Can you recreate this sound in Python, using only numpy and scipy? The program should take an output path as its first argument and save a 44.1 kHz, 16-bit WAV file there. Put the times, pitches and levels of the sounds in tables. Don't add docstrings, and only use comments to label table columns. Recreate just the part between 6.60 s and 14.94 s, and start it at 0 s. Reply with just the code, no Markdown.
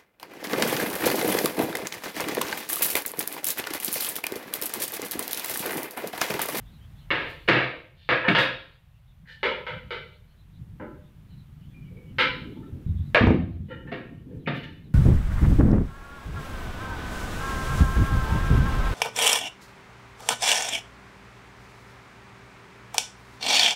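import sys
import numpy as np
from scipy import signal
from scipy.fft import rfft, irfft
from scipy.io import wavfile
from scipy.ndimage import uniform_filter1d, minimum_filter1d

SR = 44100
rng = np.random.default_rng(int(sys.argv[2]) if len(sys.argv) > 2 else 0)


def digitize_waveform(pressure):
    field = np.atleast_2d(pressure).T
    bounded = np.clip(field, -1, 1)
    quanta = np.round(bounded * 32767).astype(np.int16)
    wavfile.write(sys.argv[1], SR, quanta)


N = 367794
SIZE = 65536
T = np.arange(SIZE) / SR
HZ = np.maximum(np.fft.rfftfreq(SIZE, 1 / SR), 1)
SCENE_T = np.arange(N) / SR


def from_db(db):
    return 10 ** (np.asarray(db) / 20)

def unit(x):
    return x / np.sqrt(np.sum(x ** 2) + 1e-20)

def at_hz(points, hz):
    freqs, values = np.transpose(points)
    return np.interp(np.log(hz), np.log(freqs), values)

def convolve(a, b):
    return irfft(rfft(a, 2 * SIZE) * rfft(b, 2 * SIZE))[:SIZE]

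def add(out, s, sound, level_db):
    head = sound[:int(.06 * SR)]
    start = int(s * SR)
    out[start:start + SIZE] += (from_db(level_db) * sound / np.sqrt(np.mean(head ** 2)))[:N - start]

def noise(spectrum):
    hz = np.maximum(np.fft.rfftfreq(N, 1 / SR), 1)
    white = rfft(rng.standard_normal(N))
    return unit(irfft(white * from_db(at_hz(spectrum, hz)), N)) * np.sqrt(N)

def drift(per_s):
    knots = rng.standard_normal(int(N / SR * per_s) + 2)
    return np.interp(SCENE_T * per_s, np.arange(len(knots)), knots)

def grains(per_s):
    return (rng.random(SIZE) < per_s / SR) * rng.standard_normal(SIZE)

def rough_tap(rattle_db, fade_s, per_s):
    force = from_db(rattle_db) * unit(grains(per_s) * np.exp(-T / fade_s))
    force[0] += 1
    return force

def fading_tone(hz, db, fade_s):
    return from_db(db) * np.sin(2 * np.pi * hz * T) * np.exp(-np.log(1000) * T / fade_s)

def struck(body, colour_db):
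    overall, peaks = body
    peaks_db = sum(height / (1 + (2 * (HZ - hz) / width) ** 2) for hz, width, height in peaks)
    db = at_hz(overall, HZ) + colour_db + peaks_db
    cepstrum = irfft(np.log(from_db(db)))
    cepstrum[1:SIZE // 2] *= 2
    cepstrum[SIZE // 2 + 1:] = 0
    return unit(irfft(np.exp(rfft(cepstrum))))


# frequency in Hz, relative level in dB.
RUMBLE_TONE = [(15, -0.5), (30, 0.5), (45, 16.5), (62, 10.5), (100, 12), (160, 4.5), (230, -29.5),
               (400, -51.5)]
HISS_TONE = [(100, 28), (300, 5), (600, 14.5), (1500, 12.5), (3400, 8), (5000, -0.5), (8000, -3.5),
             (12000, -0.5), (15500, -1)]
def background(rumble_db=-48, hiss_db=-60):
    return from_db(rumble_db) * noise(RUMBLE_TONE) + from_db(hiss_db) * noise(HISS_TONE)

# frequency in Hz, seconds to fade by about 60 dB.
GARAGE_FADE = [(60, 0.27), (170, 0.47), (500, 0.49), (1400, 0.41), (3700, 0.5), (6000, 0.28), (12000, 0.27)]
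def garage_tails(count=6, build_s=0.0052, fade_curve=0.99, even_hz=45):
    centres = np.geomspace(60, 14000, num=9)
    white = rfft(rng.standard_normal((count, SIZE)))
    tails = 0
    for hz, share in zip(centres, np.eye(len(centres))):
        band = irfft(white * np.interp(np.log(HZ), np.log(centres), share))
        age = (2 * T / at_hz(GARAGE_FADE, hz)) ** fade_curve
        tails = tails + band * np.exp(-np.log(1000) / 2 * age)
    swell = np.sqrt(1 - np.exp(-T / build_s))
    spectra = rfft(tails * swell)
    spectra /= np.sqrt(uniform_filter1d(np.abs(spectra) ** 2, int(even_hz * SIZE / SR)))
    return [unit(tail * swell * (T < T[-1] / 2)) for tail in irfft(spectra)]

# typical delay in seconds, gain.
NEAR_ECHOES = [(.0009, 0.16), (.0021, 0.56), (.0043, 0.62), (0.012, .4), (0.0175, 0.21)]
def in_garage(sound, room_db, tails, spread=0.13):
    path = np.zeros(SIZE)
    path[0] = 1
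    for s, gain in NEAR_ECHOES:
        path[int(s * SR * np.exp(spread * rng.standard_normal()))] += gain
    room = convolve(sound, tails[rng.integers(len(tails))])
    return unit(convolve(sound, path)) + from_db(room_db) * unit(room)

def chirps(loudest_db=-68, low_hz=2600, high_hz=4400, length_s=0.11, waver=0.055, count=70):
    out = np.zeros(N)
    swell = np.sin(np.pi * np.minimum(T / length_s, 1)) ** 2
    for when, pitch, faintness in rng.random((count, 3)):
        wobble = np.interp(np.arange(SIZE), np.arange(0, SIZE, 64), rng.standard_normal(SIZE // 64))
        hz = low_hz * (high_hz / low_hz) ** pitch * (1 + waver * wobble)
        chirp = swell * np.sin(2 * np.pi * np.cumsum(hz) / SR)
        add(out, when * (N - 1) / SR, chirp, loudest_db - 6 * faintness)
    return out

# frequency in Hz, relative level in dB.
CLOTH_TONE = [(120, -13), (250, 12), (400, 2), (700, -21), (1500, -35.5), (3500, -82), (7000, -67)]
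# middle in seconds, length in seconds, level in dB.
BODY_SHIFTS = [(0.054, 1.5, -68.5), (4.22, 1.7, -62), (5.496, 1.28, -53), (5.962, 1, -42),
               (7.328, 0.95, -39), (7.769, 0.34, -38.5), (8.0, 0.45, -40), (8.314, 0.53, -46.5)]
def clothes(uneven_db=3):
    swells = sum(from_db(level_db) * np.cos(np.pi * np.clip((SCENE_T - s) / length, -.5, .5)) ** 2
                 for s, length, level_db in BODY_SHIFTS)
    return swells * from_db(uneven_db * drift(per_s=54)) * noise(CLOTH_TONE)

# frequency in Hz, relative level in dB.
GROAN_TONE = [(30, -16.5), (80, -4.5), (120, -2.5), (152, 0.5), (200, -8.5), (280, -21.5), (450, -37),
              (1000, -61.5)]
# time in seconds, level in dB.
GROAN_LEVELS = [(0, -48), (.5, -58.5), (2.3, -61), (3.2, -40.5), (3.75, -58.5), (4.03, -39), (4.5, -48.5),
                (5, -40.5), (6.5, -41), (7.1, -37.5), (8.34, -38)]
def tyre_groan(uneven_db=3):
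    level_db = np.interp(SCENE_T, *np.transpose(GROAN_LEVELS))
    return from_db(level_db + uneven_db * drift(per_s=22)) * noise(GROAN_TONE)

# start in seconds, level in dB.
BEAD_CREEPS = [(6.125, -33), (6.263, -28.5), (6.29, -23.5), (6.345, -27.5), (6.393, -28.5)]
def bead_creeps(cutoff_hz=93, room_db=-7.5):
    return [(s, level_db, cutoff_hz, room_db) for s, level_db in BEAD_CREEPS]

def bead_jerks(start_s=6.61, gap_s=.029, slowing=1.1, peak_db=-8, peak_after_s=0.072, room_db=-5.5):
    elapsed = 0
    for k in range(10):
        rising_db = 47.5 * (peak_after_s - elapsed)
        falling_db = min(116 * (elapsed - peak_after_s), 18.5)
        drop_db = max(rising_db, falling_db)
        cutoff_hz = 740 / 2 ** (drop_db / 7.5)
        yield start_s + elapsed, peak_db - drop_db, cutoff_hz, room_db
        elapsed += gap_s * slowing ** k

# ringing peak in Hz, width in Hz, height in dB.
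TYRE_BODY = ([(20, -25.5), (50, -5), (80, 0), (125, 3.5), (250, -3.5), (600, -12), (1500, -14),
             (5000, -14)], [(90.4, 28, 8.6), (143.6, 16, 7.5), (169.2, 13, 10), (200.2, 7.9, 12.6),
             (247, 36, 8.7), (320, 71, 10)])
def bead_thuds(tails):
    out = np.zeros(N)
    for s, level_db, cutoff_hz, room_db in [*bead_creeps(), *bead_jerks()]:
        force = rough_tap(rattle_db=-4, fade_s=0.01, per_s=600)
        softness_db = -10 * np.log10(1 + (HZ / cutoff_hz) ** 5)
        thud = convolve(force, struck(TYRE_BODY, softness_db))
        add(out, s, in_garage(thud, room_db, tails), level_db)
    return out

# pitch in Hz, relative level in dB, seconds to fade by 60 dB.
RIM_NOTES = [(504, 2.5, 0.11), (1380, 0, 0.07), (1841, -2, 0.14), (1877, -2, 0.17), (2910, -6.5, 0.097),
             (3020, -13.5, 0.17), (3620, -20, 0.11)]
# start in seconds, level in dB.
RIM_TOUCHES = [(7.105, -35.5), (7.317, -35)]
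def rim_touches(tails, room_db=2, attack_s=0.0046):
    out = np.zeros(N)
    for s, level_db in RIM_TOUCHES:
        ring = sum(fading_tone(hz, db + 2 * rng.standard_normal(), fade) for hz, db, fade in RIM_NOTES)
        ring *= 1 - np.exp(-T / attack_s)
        add(out, s, in_garage(ring, room_db, tails), level_db)
    return out

RIM_BODY = ([(40, -32), (150, -16), (400, -7.5), (800, -25.5), (1600, -16), (2400, -15), (3200, -20),
            (4500, -28), (5600, -43), (8000, -52), (16000, -47.5)], [(510, 120, 18), (888, 66, 25),
            (1340, 44, 10), (1570, 70, 8.8), (1770, 120, 16), (2410, 70, 7.9), (2945, 110, 15),
            (3570, 91, 9.9), (4120, 140, 6.1)])
# start in
# seconds, length in seconds, level in dB, favoured frequency in Hz, rough width around it in octaves.
SCRAPES_AND_RUSTLE = [(.63, 0.081, -46.5, 2430, 9), (.66, 0.096, -53, 11000, 1.3),
                      (.876, 0.011, -29, 2440, 2.5), (1.354, 0.17, -57, 4420, 0.62),
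                      (1.625, 0.074, -19.5, 1190, .8), (2.66, 0.1, -49, 6360, 0.85),
                      (5.288, 0.16, -58, 423, .7), (5.933, 0.078, -61, 946, .2), (7.08, .06, -37, 890, 1.7),
                      (7.258, 0.052, -40, 1120, 1.1), (7.676, 0.1, -40.5, 300, 0.48),
                      (7.856, 0.032, -35, 2380, 0.25), (7.94, 0.049, -37.5, 10900, 2.5),
                      (8.026, 0.03, -39, 4610, 1.66)]
RIM_SQUEAKS = [(2.65, 0.079, -45, 1766, 0.31), (5.128, .03, -58, 2390, .07),
               (5.244, 0.06, -62.5, 2260, .07), (5.361, 0.025, -58, 2260, 0.043),
               (6.02, 0.023, -57.5, 1305, 0.049)]
def rubs(strokes, tails, room_db, slips_per_s=2500, boost_db=38):
    out = np.zeros(N)
    for s, length, level_db, hz, octaves in strokes:
        stroke = np.sin(np.pi * np.minimum(T / length, 1))
        focus_db = boost_db / (1 + (np.log2(HZ / hz) / (2 * octaves)) ** 2)
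        rub = convolve(grains(slips_per_s) * stroke, struck(RIM_BODY, focus_db))
        add(out, s, in_garage(rub, room_db, tails), level_db)
    return out

WHEEL_BODY = ([(40, -26.5), (90, -15), (140, -1.5), (350, -0.5), (850, -9), (1700, -2), (2500, -5.5),
              (3600, -10.5), (4600, -19.5), (5600, -33.5), (8000, -53), (12500, -57.5), (16000, -70.5)],
              [(126.6, 41, 12.5), (303, 16, 4), (343, 89, 3.5), (504, 87, 8.5), (608, 16, 7.5),
              (690, 56, 7.5), (921, 51, 8.5), (1080, 45, 2.5), (1248, 94, 7), (1660, 60, 5.5),
              (1743, 510, 3), (2240, 360, 4.5), (2570, 58, 2), (2770, 86, 6.5)])
# pitch in Hz, level in dB before tilting, seconds to fade by 60 dB.
LEVER_NOTES = [(1606, -2, 0.099), (1880, -5.5, 0.19), (2740, -10, 0.28), (2660, -23, 0.21),
               (3350, -3.5, 0.17), (3680, -3, 0.11), (3680, -4.5, 0.097), (4570, -18.5, 0.16),
               (4780, -14.5, 0.14), (7750, -42.5, .12), (9625, -41, .12), (11200, -28, 0.099),
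               (12000, -36, .12), (12800, -33.5, .15), (13950, -46.5, .12), (15100, -35.5, .12)]
# start in seconds, level in dB, tilt toward treble in dB per octave.
LEVER_CLINKS = [(1.684, -22, -3.5), (1.786, -15.5, 0)]
def lever_clinks(tails, contact_db=2, contact_tilt_db=2, room_db=7):
    out = np.zeros(N)
    for s, level_db, tilt_db in LEVER_CLINKS:
        ring = sum(fading_tone(hz, db + tilt_db * np.log2(hz), fade) for hz, db, fade in LEVER_NOTES)
        contact = struck(WHEEL_BODY, (tilt_db + contact_tilt_db) * np.log2(HZ))
        clink = unit(ring) + from_db(contact_db) * contact
        add(out, s, in_garage(clink, room_db, tails), level_db)
    return out

def with_bounces(blows, gap_s=0.031, widening=1.15, bounce_rattle_db=3.5, bounce_room_db=11.5):
    for s, level_db, rattle_db, room_db, *colour, bounces in blows:
        yield s, level_db, rattle_db, room_db, colour
        for k in range(bounces):
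            s += gap_s * widening ** k
            yield s, level_db - 10 - 3 * k, bounce_rattle_db, bounce_room_db, colour

# frequency in Hz, relative level in dB.
SNAP_TONE = [(300, -15.5), (2000, 2), (3000, 1.5), (5000, -24.5), (7500, -33.5), (12000, -37.5),
             (16000, -48)]
WEDGED_BODY = ([(40, -25), (150, -9.5), (400, 3.5), (750, -12.5), (1150, -11.5), (1400, 0), (1850, -7.5),
               (2300, -7.5), (2650, -14), (3300, -11.5), (4500, -21.5), (5600, -38), (8000, -51.5),
               (12500, -52), (16000, -60)], [(378, 67, 7.8), (509, 93, 20.7), (599, 19, 21), (896, 174, 13),
               (1006, 31, 12), (1302, 114, 7.6), (1480, 46, 2.1), (1528, 20, 4.3), (2006, 340, 3.2),
               (2244, 390, 6.9), (2938, 300, 7.6), (3220, 40, 2)])
# start in seconds, level
# in dB, rattle and room in dB against the tap, bass, low-mid and treble boosts in dB, bounce count.
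WEDGED_CLUNKS = [(2.831, -17, 1.2, 7.1, -5, -8, 4.5, 0), (3.067, -27.5, 0.3, 7.8, -22.5, -3, 2, 0),
                 (3.307, -27.5, 3.4, 6.2, -8.5, -3, 10.5, 0),
                 (4.199, -33.5, -1.5, 9.3, 8.5, -7.5, -29.5, 0), (5.585, -17.5, 0, 13.7, -0.5, -18, 9.5, 0)]
WHEEL_KNOCKS = [(.505, -23.5, 11, 1, -6.5, 2, 0, 3), (.8865, -5, -14, -4.5, -3, -0.5, -1.5, 3),
                (1.490, -12.5, -5.5, 11, -9.5, -0.5, -3.5, 0), (1.684, -11, 11, -2, 11, -2.5, -.5, 0),
                (1.750, -11, 0.5, 8, -16.5, 4.5, 4, 0), (6.547, -5, -9.5, -2.5, -13.5, 6, -4.5, 0),
                (7.317, -26.5, 15.5, 0, 10, 5, -1.5, 0), (7.874, -20, 10.5, 3, 11, 1.5, -4.5, 0)]
def lever_blows(blows, body, tails, rattle_s, bass_hz, treble_hz, hard_db=-9.5):
    out = np.zeros(N)
    for s, level_db, rattle_db, room_db, (bass_db, low_mid_db, treble_db) in with_bounces(blows):
        force = rough_tap(rattle_db, rattle_s, per_s=2500)
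        crack_db = -5 + 2.5 * max(level_db - hard_db, 0)
        colour_db = (bass_db * np.exp(-np.log2(HZ / bass_hz) ** 2)
                     + low_mid_db * np.exp(-2 * np.log2(HZ / 520) ** 2)
                     + treble_db / (1 + (treble_hz / HZ) ** 4)
                     + crack_db / (1 + (6000 / HZ) ** 8))
        blow = convolve(force, struck(body, colour_db))
        add(out, s, in_garage(blow, room_db, tails), level_db)
        if level_db > hard_db:
            add(out, s, struck((SNAP_TONE, []), colour_db=0), level_db - 6.5)
    return out


def scene():
    tails = garage_tails()
    knocks = lever_blows(WHEEL_KNOCKS, WHEEL_BODY, tails, rattle_s=.016, bass_hz=199, treble_hz=3000)
    clunks = lever_blows(WEDGED_CLUNKS, WEDGED_BODY, tails, rattle_s=.011, bass_hz=255, treble_hz=2546)
    rubbing = rubs(SCRAPES_AND_RUSTLE, tails, room_db=-0.5)
    squeaks = rubs(RIM_SQUEAKS, tails, room_db=0.5)
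    steel = knocks + clunks + squeaks + lever_clinks(tails) + rim_touches(tails)
    rubber = bead_thuds(tails) + tyre_groan()
    return (steel + rubbing + rubber + clothes() + chirps() + background())[None]

def gain_control(x, threshold_db=-13.5, most_cut_db=8.5, recovery_db_per_s=1.5):
    level_db = 10 * np.log10(np.abs(uniform_filter1d(x ** 2, size=265)) + 1e-12)
    cut_db = np.clip(level_db - threshold_db, 0, most_cut_db)
    recovery_db = recovery_db_per_s * SCENE_T
    held_cut_db = np.maximum.accumulate(cut_db + recovery_db, axis=-1) - recovery_db
    return x * from_db(-held_cut_db)

def record(dry, ceiling=.72, cutoff_hz=16150):
    levelled = gain_control(dry)
    needed_gain = ceiling / np.maximum(np.abs(levelled), ceiling)
    smooth_gain = uniform_filter1d(minimum_filter1d(needed_gain, size=89), size=89)
    lowpass = signal.cheby2(16, 60, cutoff_hz, fs=SR, output="sos")
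    return signal.sosfilt(lowpass, levelled * smooth_gain)


dry = scene()
out = record(dry)
digitize_waveform(out)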